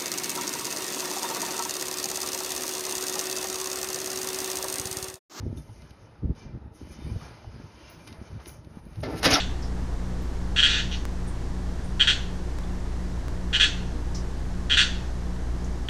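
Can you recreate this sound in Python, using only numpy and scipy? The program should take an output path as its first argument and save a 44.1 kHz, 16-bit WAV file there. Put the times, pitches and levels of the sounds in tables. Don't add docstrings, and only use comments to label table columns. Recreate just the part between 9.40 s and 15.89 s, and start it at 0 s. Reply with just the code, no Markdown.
import sys
import numpy as np
from scipy import signal
from scipy.fft import rfft, irfft, next_fast_len
from scipy.io import wavfile

SR = 44100
rng = np.random.default_rng(int(sys.argv[2]) if len(sys.argv) > 2 else 0)


def generate_wav(signal):
    frames = np.transpose(np.atleast_2d(signal))
    scaled = np.clip(frames, -1, 1) * 32767
    pcm = np.round(scaled).astype(np.int16)
    wavfile.write(sys.argv[1], SR, pcm)


N = 286209

# start in seconds, length in seconds,
# crest in seconds after the start, pulse rate in pulses per second, rasp at the crest in relative dB,
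# sac pip at the crest in relative dB, sac frequency at the crest in Hz.
FROG_NOTES = [ (-.047, .04, .03, 170, -9.5, -12, 3470), (1.161, .045, 0.034, 150, -8, -8, 3100),
              (1.2271, .036, 0, 150, -5, -6.5, 3260), (1.269, .062, .03, 166, -11, -15, 3540),
              (1.335, .067, 0.004, 150, -12, -15, 3520), (1.513, .032, 0, 166, -21.5, -33, 3160),
              (2.5955, .035, 0.012, 140, -7, -4.5, 3250), (2.672, .036, 0, 149, -5, -6.5, 3360),
              (4.1286, .036, 0.023, 148, -8.5, -8.5, 3130), (4.1977, .046, 0.0052, 157, -4, -6, 3385),
              (5.297, .049, 0.022, 147, -8.5, -8, 3220), (5.3698, .046, 0.0029, 141, -2, -4, 3410),
              (6.485, .04, .03, 190, -11, -7.5, 3350)]
# frequency in Hz, level in relative dB.
THROAT_SPECTRUM = [(700, -45.5), (1150, -18), (1400, -1.5), (1900, 0.5), (2300, -5), (2650, 5.5), (3350, 6),
                   (3950, -2.5), (4500, -4.5), (4950, -15.5), (6300, -13.5), (8000, -19), (9100, -19.5),
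                   (10800, -47)]
# frequency in Hz, level in relative dB.
TANK_MODES = [(1377, 1), (1475, 1.5), (1615, -0.5), (1674, 7), (2160, -11), (2589, -0.5), (2850, -20),
              (2988, -5), (3085, -17), (3165, -7), (3233, -1.5), (3305, -21), (3374, 7.5), (3470, -3),
              (3662, -2.5), (3805, -4.5), (4293, 4.5), (4440, 1.5), (5776, -1), (6002, 8), (8400, 4)]
# frequency in Hz, time to fall 60 dB in seconds.
GLASS_DECAY = [(1500, 0.14), (3200, 0.1), (6000, 0.33), (10000, 0.13)]
# frequency in Hz, time to fall 60 dB in seconds.
ROOM_DECAY = [(1500, 0.62), (3500, 0.44), (6000, 0.95), (10000, 0.31)]
# start in seconds, level before the envelope in dB, centre in Hz,
# half-width at half amplitude in Hz.
DRIP_EVENTS = [(.222, -42, 5270, 450), (.815, -60, 11900, 400), (1.872, -48.5, 8800, 750),
               (2.438, -51.5, 9100, 500), (3.232, -52, 3480, 250), (4.745, -35.5, 5550, 850),
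               (6.195, -54, 5030, 600), (6.24, -48, 6200, 890)]
# start in seconds, gain on the click spectrum in dB.
CLICK_EVENTS = [(1.6534, -7), (2.774, -25), (3.187, -13.5), (3.883, -12)]
# frequency in Hz, level in dB.
CLICK_SPECTRUM = [(200, 4), (1200, 9), (3000, -5), (8000, -8.5), (15000, -19)]
# frequency in Hz, level in dB rms.
MAINS_TONES = [(59.95, -32.5), (120, -43.5), (180, -46), (239.9, -53), (300, -57.5), (359.9, -53.5)]
# frequency in Hz, level in dB rms.
PUMP_TONES = [(15.7, -52), (31.4, -36.3), (78.4, -51), (93.1, -49.5), (182.7, -44)]
# frequency in Hz, density in relative dB.
RUMBLE_SPECTRUM = [(10, -5), (25, 0), (45, 3), (75, -1), (105, -7), (140, -5), (185, -6), (207, -15.5),
                   (255, -7), (330, -12), (450, -14), (700, -31)]
# frequency in Hz, density in relative dB.
HISS_SPECTRUM = [(240, -11.5), (400, -6.5), (475, -2), (565, -6.5), (616, -4.5), (846, -5.5), (1110, -8),
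                 (1340, -12), (1740, -11), (2460, -19.5), (6170, -21), (8350, -27), (11800, -34.5),
                 (12500, -33.5), (16200, -63), (22000, -120)]

HISS_TOP_HZ, TOP_HZ = 12400, 15900
LEAD = SR // 4
RASP_SWELL_DB, PIP_SWELL_DB = 3, 17
RASP_SAG_DB_PER_S, PIP_SAG_DB_PER_S = 47, 149
TREBLE_DB, TREBLE_PER_HARSH_DB = -2.5, 0.8
EDGE_HZ, EDGE_HZ_PER_DB = 9140, 131
SAC_HZ_PER_DB, SAC_SCATTER_HZ = 18.5, 70
LOW_DB, LOW_PER_DB = 4, 0.36


def frog(sac_echo_db=-4.5, level_db=12):
    track, walls = np.zeros(LEAD + N), terrarium()
    for start, length, crest, rate, rasp_db, pip_db, sac_hz in FROG_NOTES:
        at, size_db = larynx(length, rate)
        rasp_effort_db = size_db + effort(at / SR, crest, RASP_SWELL_DB, RASP_SAG_DB_PER_S)
        pip_effort_db = size_db + effort(at / SR, crest, PIP_SWELL_DB, PIP_SAG_DB_PER_S)
        pulses = np.bincount(at, amp(rasp_db + rasp_effort_db))
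        rasps = signal.fftconvolve(pulses, throat(rasp_db, pip_db))
        pips = amp(pip_db) * sac(at, pip_effort_db, sac_hz)
        add(track, start, pips)
        add(track, start, signal.fftconvolve(rasps + amp(sac_echo_db) * pips, walls))
    return amp(level_db) * track[LEAD:]


def larynx(length, rate, jitter=.045, scatter_db=0.56):
    chance = rng.standard_normal((64, 2))[:int(length * rate) + 1]
    times = np.abs(np.arange(len(chance)) + jitter * chance[:, 0]) / rate
    return np.round(times * SR).astype(int), scatter_db * chance[:, 1]


def effort(t, crest, swell_db, sag_db_per_s, quickest_s=.012):
    swell = swell_db * (t - crest) / max(crest, quickest_s)
    sag = sag_db_per_s * (crest - t)
    return np.where(t < crest, swell, sag)


def throat(rasp_db, pip_db, low_hz=1550, low_width_hz=220, treble_hz=6200, treble_width_hz=1100):
    low_db = LOW_DB + LOW_PER_DB * rasp_db
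    treble_db = TREBLE_DB + TREBLE_PER_HARSH_DB * (rasp_db - pip_db)
    edge_hz = EDGE_HZ + EDGE_HZ_PER_DB * rasp_db

    def bump(hz, centre, width):
        return np.exp(-((hz - centre) / width) ** 2 / 2)

    def colour(hz):
        low = low_db * bump(hz, low_hz, low_width_hz)
        treble = treble_db * bump(hz, treble_hz, treble_width_hz)
        edge = -10 * np.log10(1.5 + (hz / edge_hz) ** 20)
        return along(THROAT_SPECTRUM, hz) + low + treble + edge

    rasp = impulse(colour)[:SR // 50]
    return rasp / np.linalg.norm(rasp)


def sac(at, effort_db, sac_hz, swell=0.00064):
    t = np.arange(SR // 50) / SR
    scatter_hz = SAC_SCATTER_HZ * rng.standard_normal(size=64)[:len(at)]
    hz = sac_hz + SAC_HZ_PER_DB * effort_db + scatter_hz
    pips = t ** 2 * np.exp(-t / swell) * np.sin(2 * np.pi * hz[:, None] * t)
    pips *= (amp(effort_db) / np.linalg.norm(pips, axis=1))[:, None]
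    positions = at[:, None] + np.arange(len(t))
    return np.bincount(positions.ravel(), pips.ravel())


def terrarium(modes_db=-14, modes_t60=0.12, room_db=-11):
    t = np.arange(SR // 3) / SR
    modes = sum(amp(db) * np.sin(2 * np.pi * (hz * t + rng.random())) for hz, db in TANK_MODES)
    modes *= amp(-60 * t / modes_t60)
    answer = tail(GLASS_DECAY, onset=0.00073) + amp(room_db) * tail(ROOM_DECAY, onset=0.0042)
    answer[:len(t)] += amp(modes_db) * modes / np.linalg.norm(modes)
    return answer


def tail(decay, onset):
    hz, t, z = signal.stft(rng.standard_normal(SR // 2), SR, nperseg=256)
    t60 = along(decay, hz)[:, None]
    echoes = signal.istft(z * amp(-60 * t / t60), SR, nperseg=256)[1]
    echoes *= 1 - np.exp(-np.arange(len(echoes)) / SR / onset)
    return echoes[:SR // 2] / np.linalg.norm(echoes)


def drips(t60=0.21, attack=0.0038):
    track, t = np.zeros(LEAD + N), np.arange(SR // 3) / SR
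    for start, db, centre_hz, width_hz in DRIP_EVENTS:
        noise = rng.standard_normal(len(t))
        ring = unit(filtered(noise, lambda hz: 1 / (1 + ((hz - centre_hz) / width_hz) ** 2)))
        add(track, start, ring * amp(db - 60 * t / t60) * (1 - np.exp(-t / attack)))
    return track[LEAD:]


def clicks():
    track, click = np.zeros(LEAD + N), impulse(lambda hz: along(CLICK_SPECTRUM, hz))
    for start, db in CLICK_EVENTS:
        add(track, start, amp(db) * click)
    return track[LEAD:]


def hum():
    t = np.arange(N) / SR
    tones = MAINS_TONES + PUMP_TONES
    return sum(np.sqrt(2) * amp(db) * np.sin(2 * np.pi * (hz * t + rng.random())) for hz, db in tones)


def air(rumble_db=-36, hiss_db=-45.0):
    def rumble_response(hz):
        rolloff_db = 71 * np.log10(1 + (hz / 1500) ** 2)
        return amp(along(RUMBLE_SPECTRUM, hz) - rolloff_db)

    def hiss_response(hz):
        return amp(along(HISS_SPECTRUM, hz)) * (hz < HISS_TOP_HZ)

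    rumble = filtered(rng.standard_normal(N), rumble_response)
    hiss = filtered(rng.standard_normal(N), hiss_response)
    return amp(rumble_db) * unit(rumble) + amp(hiss_db) * unit(hiss)


def amp(db):
    return 10 ** (np.asarray(db) / 20)


def unit(x):
    return x / np.sqrt(np.mean(x ** 2) + 1e-20)


def along(points, hz):
    f, v = np.transpose(points)
    return np.interp(np.log(hz + 1), np.log(f + 1), v)


def filtered(x, response):
    m = next_fast_len(len(x) + SR // 4)
    return irfft(rfft(x, m) * response(np.fft.rfftfreq(m, 1 / SR)), m)[:len(x)]


def impulse(colour, size=2048):
    cepstrum = irfft(np.log(amp(colour(np.fft.rfftfreq(size, 1 / SR))) + 1e-6))
    cepstrum[1:size // 2] *= 2
    cepstrum[size // 2 + 1:] = 0
    return irfft(np.exp(rfft(cepstrum)))


def add(track, start, sound):
    part = track[LEAD + round(start * SR):][:len(sound)]
    part += sound[:len(part)]


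def scene():
    return (frog() + drips() + clicks() + hum() + air())[None]


def record(dry):
    offset = -.017
    return filtered(dry[0], lambda hz: hz < TOP_HZ)[None] + offset


dry = scene()
out = record(dry)
generate_wav(out)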